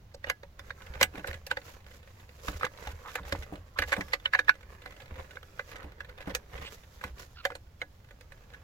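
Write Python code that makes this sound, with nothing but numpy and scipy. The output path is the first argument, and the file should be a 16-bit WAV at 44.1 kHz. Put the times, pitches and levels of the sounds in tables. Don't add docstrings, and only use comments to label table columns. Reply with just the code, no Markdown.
import sys
import numpy as np
from scipy import signal
from scipy.fft import rfft, irfft, next_fast_len
from scipy.io import wavfile
from scipy.ndimage import map_coordinates

SR = 44100
rng = np.random.default_rng(int(sys.argv[2]) if len(sys.argv) > 2 else 0)


def wav_record(signal):
    frames = np.transpose(np.atleast_2d(signal))
    bounded = np.clip(frames, -1, 1)
    quanta = np.round(bounded * 32767).astype(np.int16)
    wavfile.write(sys.argv[1], SR, quanta)


N = 380583


def amp(db):
    return 10 ** (np.asarray(db) / 20)


def unit(x):
    return x / np.sqrt(np.mean(x ** 2) + 1e-20)


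def along(points, hz):
    f, v = np.transpose(points)
    return np.interp(np.log(hz + 1), np.log(f + 1), v)


def fade(t, t60):
    return np.exp(-np.log(1000) * t / t60)


def filtered(x, response):
    n = x.shape[-1]
    m = next_fast_len(n + 2048)
    return irfft(rfft(x, m) * response(np.fft.rfftfreq(m, 1 / SR)), m)[..., :n]


def wobble(rate):
    points = rng.standard_normal(int(N * rate / SR) + 4)
    return map_coordinates(points, [np.arange(N) * rate / SR])


def delayed(x, s):
    return np.pad(x, (max(round(s * SR), 0), 0))[:len(x)]


def add(track, s, sound):
    part = track[:, max(round(s * SR), 0):][:, :sound.shape[-1]]
    part += sound[..., :part.shape[-1]]


# (frequency [Hz], likeness [1 = same, 0 = unrelated])
ALIKE = [(60, 1.28), (290, 0.74), (640, .5), (1400, 0), (7000, 0.13)]


def noise(spectrum, size, grit_db=0):
    grains = map_coordinates(rng.standard_normal(size // 64 + 4), [np.arange(size) / 64], order=1)
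    white = rng.standard_normal((2, size)) * amp(grit_db * grains)

    def mid_and_side(hz):
        turn = np.arccos(np.clip(along(ALIKE, hz), -1, 1)) / 2
        return amp(along(spectrum, hz)) * [np.cos(turn), np.sin(turn)]

    mid, side = filtered(white, mid_and_side)
    return unit(np.array([mid + side, mid - side]))


def spot(spectrum, colour_db):
    hz = np.geomspace(100, 16000, 60)
    return np.c_[hz, along(spectrum, hz) + colour_db * rng.standard_normal(len(hz))]


def ports(x, lead_s=0.00012):
    return np.array([x, delayed(x, lead_s * rng.uniform(0.56, 1.8))])


# (frequency [Hz], relative level [dB], time to fade by 60 dB [s])
PANEL = [(301, -16.5, 0.28), (499.7, 9.5, 0.063), (557.6, 6.5, 0.085), (748.5, -3, 0.092), (848, 0, 0.052),
         (1494, 7.5, 0.066), (1684, 0, 0.13), (1816, 3, 0.043), (2037, 5, 0.072), (3300, -12.5, 0.051),
         (3567, 6, 0.042), (3990, 0.5, 0.034)]
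# (frequency [Hz], relative level [dB])
CRACK = [(250, -11.5), (900, 0), (1700, 6), (2500, 4), (3600, -1.5), (5000, -9), (7500, -14), (9500, -23),
         (13000, -16.5), (16000, -25.5)]


def contact(panel_db=-2, cabin_db=-3.5, crack_t60=0.012, cabin_t60=0.059, echo=0.34, echo_s=.0031,
            rise=0.01, colour_db=5):
    t = np.arange(SR // 10) / SR
    hz, db, t60 = np.transpose(PANEL)[:, :, None]
    strength = amp(db + 5.8 * rng.standard_normal(hz.shape))
    tones = np.sin(2 * np.pi * (hz * t + rng.random(hz.shape)))
    panel = np.sum(strength * tones * fade(t, t60), axis=0)
    crack = noise(spot(CRACK, colour_db), len(t))[0] * fade(t, crack_t60)
    crack = crack + echo * delayed(crack, echo_s * rng.uniform(.85, 1.3))
    direct = (unit(crack) + amp(panel_db) * unit(panel)) * (1 - fade(t, rise))
    cabin = noise(spot(CRACK, colour_db), len(t)) * fade(t, cabin_t60) * (1 - fade(t, 0.007))
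    return unit(ports(direct)) + amp(cabin_db) * unit(cabin)


# (frequency [Hz], relative level [dB])
RUMBLE = [(20, -1.5), (75, 5), (130, -5.5), (280, -18.5), (520, -19.5), (900, -22.5), (2500, -29.5),
          (6500, -35.5), (8500, -45.5), (15000, -38.5)]


def cabin_rumble(rumble_db=-53.5):
    return amp(rumble_db + 0.43 * wobble(3.4)) * noise(RUMBLE, N)


# (time [s], relative cable scrape level [dB], relative skin hiss level [dB])
DRAG = [(0.0, -67, -86.5), (0.53, -78, -100), (0.641, -55, -63), (2.042, -62, -67), (2.481, -57.5, -62),
        (3.22, -52, -66), (3.629, -54, -65), (3.74, -74.5, -81), (3.97, -53, -54), (4.44, -59.5, -70.5),
        (4.8, -53.5, -63.5), (5.7, -56, -60), (5.9, -55, -77.5), (6.301, -54, -69), (6.66, -57, -58),
        (7.702, -75.5, -71.5), (8.63, -56, -68)]
# (frequency [Hz], relative level [dB])
SCRAPE = [(100, 3), (300, -6.5), (400, 1), (520, 5.5), (700, -4), (1050, -2), (1800, -2), (2800, -10.5),
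          (4500, -22.5), (9000, -49)]
# (frequency [Hz], relative level [dB])
HISS = [(800, -26), (2500, -1), (4200, 0.5), (7200, 0), (8500, -12), (12500, -4.5), (16000, -10)]


def dragging(cable_db=-3, skin_db=-4, colour_db=4, grit_db=6, skin_grit_db=2, creep_db=3,
             ticks_per_s=12, loose_db=-13, loose_range_db=10):
    s, *levels = np.transpose(DRAG)
    scrape, hiss = (np.interp(np.arange(N) / SR, s, db) for db in levels)
    cable, skin, ticks = np.zeros((3, 2, N))
    window = np.sin(np.linspace(0, np.pi, SR // 2))
    for start in np.arange(0, N, len(window) // 2) / SR:
        add(cable, start, window * noise(spot(SCRAPE, colour_db), len(window), grit_db))
        add(skin, start, window * noise(spot(HISS, colour_db / 2), len(window), skin_grit_db))
    for when, force in rng.random((round(ticks_per_s * N / SR), 2)):
        tick_db = scrape[int(when * N)] + loose_db + loose_range_db * force
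        add(ticks, when * N / SR, amp(tick_db) * contact())
    drag = amp(scrape + cable_db) * cable + amp(hiss + skin_db) * skin
    return amp(creep_db * wobble(22)) * drag + ticks


def shell(pitch, hold=0.0038, rise=0.0044, t60=0.016, ring_db=-27, ring_hz=1705, ring_t60=0.08,
          tuning_octaves=0.12, wall_db=-13):
    t = np.arange(SR // 10) / SR
    walls = pitch * rng.uniform([[.66], [1.17]], [[.86], [1.45]])
    note = np.sin(2 * np.pi * pitch * t) + amp(wall_db) * np.sin(2 * np.pi * walls * t).sum(axis=0)
    brevity = min(pitch / ring_hz, 1) ** 2
    note = note * fade(np.maximum(t - hold * brevity, 0), t60 * brevity)
    sympathy = 1 / np.hypot(1, np.log2(pitch / ring_hz) / tuning_octaves)
    ring_tone = np.sin(2 * np.pi * ring_hz * rng.normal(1, 0.018) * t)
    ring = sympathy * amp(ring_db) * ring_tone * fade(t, ring_t60)
    return unit(ports((note + ring) * (1 - fade(t, rise))))


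# (time [s], shell pitch [Hz], shell level [dB], hardness [0-1], panel knock level [dB])
CLICKS = [(0.144, 1580, -56, 0.35, -44), (0.242, 1890, -33.5, 0.25, -42.5), (0.298, 1634, -24, 0.55, -36.5),
          (0.432, 1620, -48.5, 0.48, -45), (0.593, 1540, -43.5, 0.62, -51.5), (0.705, 1630, -35, 0.25, -49),
          (1.011, 1477, -19.5, 0.54, -24), (1.028, 1930, -20, 0.8, -33.5), (1.244, 1530, -34, 0, -40),
          (1.272, 1570, -44, 0.83, -46.5), (1.466, 1500, -46.5, 0.9, -46.5),
          (1.512, 1575, -23, 0.35, -34.5), (1.57, 1710, -31.5, 0.31, -37), (2.482, 1130, -32, 0.53, -61),
          (2.611, 1230, -36, 0.24, -52.5), (2.632, 1280, -26, 0, -50), (2.644, 1640, -28, 0.14, -51),
          (2.666, 1190, -35.5, 0.27, -47), (2.872, 990, -39, 0.6, -39.5), (3.154, 1570, -30, 0.59, -37),
          (3.323, 1600, -29, 0.58, -32.5), (3.351, 930, -38.5, 0.1, -56), (3.7879, 1750, -23, 0.51, -33.5),
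          (3.821, 1690, -25, 0.38, -38.5), (3.836, 1910, -35.5, 0.4, -45), (3.92, 1670, -27.5, 0.46, -32),
          (3.927, 1680, -21.5, 0.4, -39.5), (3.936, 1570, -26.5, 0.33, -42), (3.965, 1470, -36, 0.5, -36.5),
          (4.008, 1880, -31, 0.46, -54), (4.133, 2030, -22.5, 0.41, -37), (4.138, 1680, -31, 0.54, -38.5),
          (4.257, 2996, -22, 0.08, -46), (4.335, 1680, -20.5, 0.24, -48), (4.3484, 1720, -18, 0.11, -37.5),
          (4.3903, 1680, -19.5, 0.26, -37.5), (4.482, 1734, -23.5, 0, -40),
          (4.4924, 1678, -12.5, 0.14, -54), (4.859, 1485, -40, 0.4, -46.5), (5.37, 1550, -39, 0, -53),
          (5.594, 1524, -30.5, 0.23, -39.5), (6.005, 1660, -36, 0.31, -53), (6.349, 1440, -31, 0.81, -35.5),
          (7.012, 1640, -42.5, 0.23, -61), (7.039, 1070, -33, 0.49, -44),
          (7.4514, 1727, -23.5, 0.51, -27.5), (7.503, 1154, -39.5, 0.31, -43.5),
          (7.519, 1460, -43.5, 0.27, -44), (7.552, 1830, -44.5, 0.72, -44), (7.816, 2134, -30, 0.27, -40.5),
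          (8.108, 1740, -51.5, 0.52, -55), (8.209, 1840, -54.5, 0.74, -56.5),
          (8.32, 1810, -48.5, 0.49, -56.5), (8.544, 1810, -46.5, 0.33, -68)]
# (low [Hz], high [Hz])
RANGES = [(900, 2400), (290, 900), (2250, 4600), (5600, 16000)]
# (level when blunt [dB], gain at full hardness [dB])
TOUCH = [(-17.5, 24), (-38.5, 45.5)]


def connectors(rattle_db=9, lead_in_db=-12, lead_in_t60=0.045, lead_in_grit_db=5):
    out = np.zeros((2, N))
    filters = [signal.butter(3, edges, "bandpass", fs=SR, output="sos") for edges in RANGES]
    span = SR / 100
    before = np.arange(SR // 30)[::-1] / SR
    for s, pitch, shell_db, hardness, knock_db in CLICKS:
        edge_db, snap_db = (shell_db + blunt_db + hard_db * hardness for blunt_db, hard_db in TOUCH)
        hit = contact()
        parts = [unit(signal.sosfilt(sos, hit)) for sos in filters]
        rattle = amp(rattle_db + edge_db - shell_db)
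        parts[0] = unit(shell(pitch) + rattle * parts[0])
        levels = (shell_db, knock_db, edge_db, snap_db)
        click = sum(amp(db) * part for db, part in zip(levels, parts))
        add(out, s - .0005, click * np.sqrt(span / hit.shape[1]))
        lead_in = noise(CRACK, len(before), lead_in_grit_db) * fade(before, lead_in_t60)
        add(out, s - before[0], amp((shell_db + edge_db) / 2 + lead_in_db) * lead_in)
    return out


# (middle [s], half length [s], resonance at the middle [Hz], glide [octaves/s], level [dB])
SCUFFS = [(0.148, 0.0057, 4750, -1.5, -49.5), (3.071, 0.027, 1150, 3, -43.5),
          (3.188, 0.011, 1356, -18, -39), (3.773, 0.012, 1310, 13.5, -42), (6.28, 0.011, 1510, -1, -49),
          (6.665, 0.02, 2760, 7.5, -42)]
# (multiple of the lowest [ratio], relative level [dB])
SCUFF_MODES = [(1, 0.5), (1.601, -11), (2.7, -17)]


def scuffs(width=0.21, grit_db=1.5):
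    out = np.zeros((2, N))
    for s, half, hz, glide, db in SCUFFS:
        t = np.arange(-2 * half, 2 * half, 1 / SR)
        phase = 2 * np.pi * np.cumsum(hz * 2 ** (glide * t)) / SR
        sos = signal.butter(2, width * hz, fs=SR, output="sos")
        slips = signal.sosfilt(sos, rng.standard_normal((len(SCUFF_MODES), 2, len(t))))
        ring = 0
        for (k, level), (a, b) in zip(SCUFF_MODES, slips):
            ring = ring + amp(level) * (a * np.cos(k * phase) + b * np.sin(k * phase))
        grit = amp(grit_db * np.interp(t, np.linspace(t[0], t[-1], 20), rng.standard_normal(20)))
        swell = np.exp(-(t / half) ** 2)
        add(out, s + t[0], ports(amp(db) * unit(ring * grit) * swell))
    return out


# (middle [s], half length [s], relative level [dB], skin hiss over the scrape [dB])
STROKES = [(0.282, 0.022, -49.5, -29.5), (0.959, 0.098, -49.5, -19.5), (1.173, 0.039, -47.5, -14),
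           (1.298, 0.058, -45, -13), (1.659, 0.086, -55, -4.5), (1.93, 0.045, -58.5, 0),
           (2.509, 0.12, -51.5, -2.5), (2.644, 0.021, -40.5, -25.5), (2.884, 0.098, -51, -6.5),
           (3.106, 0.054, -51, -1.5), (3.299, 0.13, -51, -7), (3.808, 0.058, -54, -7.5),
           (3.89, 0.029, -48, -1.5), (5.159, 0.088, -52, -18.5), (5.788, 0.05, -48, -28.5),
           (6.208, 0.03, -50, -27), (6.296, 0.025, -46.5, -32), (6.61, 0.12, -49, -16.5),
           (6.728, 0.067, -60.5, 3.5), (7.055, 0.056, -54.5, -8), (7.209, 0.041, -53, -2)]


def rubbing(colour_db=4, grit_db=6, skin_grit_db=4, tick_db=-11, count=5):
    scrapes, ticks = np.zeros((2, N)), np.zeros((2, N))
    for s, half, db, skin_db in STROKES:
        t = np.arange(-2 * half, 2 * half, 1 / SR)
        cable = amp(db) * noise(spot(SCRAPE, colour_db), len(t), grit_db)
        skin = amp(db + skin_db) * noise(HISS, len(t), skin_grit_db)
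        swell = np.exp(-(t / half) ** 2)
        add(scrapes, s + t[0], (cable + skin) * swell)
        for when, force in rng.standard_normal((count, 2)):
            add(ticks, s + .5 * half * when, amp(db + tick_db + 2 * force) * contact())
    grip_db = 4.0 * wobble(25) + 2.3 * wobble(90)
    return amp(grip_db) * scrapes + ticks


# (time [s], relative dull knock level [dB], relative push level [dB])
BUMPS = [(0.901, -49.5, -35), (1.013, -29.5, -35.5), (1.143, -36.5, -59), (1.18, -32.5, -57.5),
         (1.29, -52, -31.5), (2.484, -31, -30), (2.871, -46.5, -32.5), (3.2, -41, -38.5),
         (3.325, -29.5, -29.5), (3.523, -29, -38), (3.792, -34.5, -30.5), (3.979, -23, -38),
         (5.118, -46, -32.5), (5.84, -36, -38), (6.272, -24, -37.5), (6.536, -53, -34.5),
         (7.047, -38, -35.5)]
# (frequency [Hz], relative level [dB])
THUD = [(80, -10), (145, 3), (200, -3.5), (300, 1.5), (450, -1.5), (900, -5.5), (3000, -36)]
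HOLLOW = [189.5, 294.7]


def thuds(thud_db=-8.5, hollow_db=-1, t60=0.16, rise=0.009):
    out, t = np.zeros((2, N)), np.arange(SR // 6) / SR
    for s, db, _ in BUMPS:
        hollow = sum(np.sin(2 * np.pi * (hz * t + rng.random())) for hz in HOLLOW)
        knock = noise(THUD, len(t)) + amp(hollow_db) * hollow
        add(out, s, amp(db + thud_db) * knock * fade(t, t60) * (1 - fade(t, rise)))
    return out


def pushes(boom_db=-1, boom_hz=68, sway_hz=38, sway_db=-8, t60=0.24, rise=0.0082,
           rock_back_s=0.062, rock_back_db=-3):
    out, t = np.zeros((2, N)), np.arange(SR // 3) / SR
    for s, _, db in BUMPS:
        for lag, change_db in (0, 0), (rock_back_s, rock_back_db):
            hz = np.array([[boom_hz], [sway_hz]]) * np.exp(rng.normal(0, 0.12, (2, 1)))
            boom, sway = np.sin(2 * np.pi * (hz * t + rng.random((2, 1))))
            rocking = (boom + amp(sway_db) * sway) * fade(t, t60) * (1 - fade(t, rise))
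            add(out, s + lag, amp(db + boom_db + change_db) * rocking)
    return out


def squeak(middle_s=7.388, half=0.024, pitch_hz=1450, fall_octaves_per_s=7, squeak_db=-49, jitter=0.12):
    t = np.arange(-3 * half, 3 * half, 1 / SR)
    rate = pitch_hz * 2 ** (-fall_octaves_per_s * t) * (1 + jitter * wobble(2100)[:len(t)])
    phase = 2 * np.pi * np.cumsum(rate) / SR
    tone = sum(np.sin(k * phase) / np.sqrt(k) for k in range(1, 4))
    level = amp(squeak_db + 7.6 * np.tanh(wobble(175)[:len(t)]))
    out = np.zeros((2, N))
    add(out, middle_s + t[0], ports(level * tone * np.exp(-(t / half) ** 2)))
    return out


# (frequency [Hz], left minus right [dB])
LEAN = [(60, -1.5), (200, 0.5), (400, -3), (700, -0.5), (1400, -6.5), (2400, -3), (4400, -8), (8000, 0.5),
        (14000, 3.5)]


def scene():
    both = cabin_rumble() + dragging() + connectors() + scuffs() + rubbing() + thuds() + pushes() + squeak()

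    def balance(hz):
        sides = amp(np.outer([.5, -.5], along(LEAN, hz)))
        return sides / np.sqrt(np.mean(sides ** 2, axis=0))

    return filtered(both, balance)


def record(dry, top_hz=16000):
    return filtered(dry, lambda hz: hz < top_hz)


dry = scene()
out = record(dry)
wav_record(out)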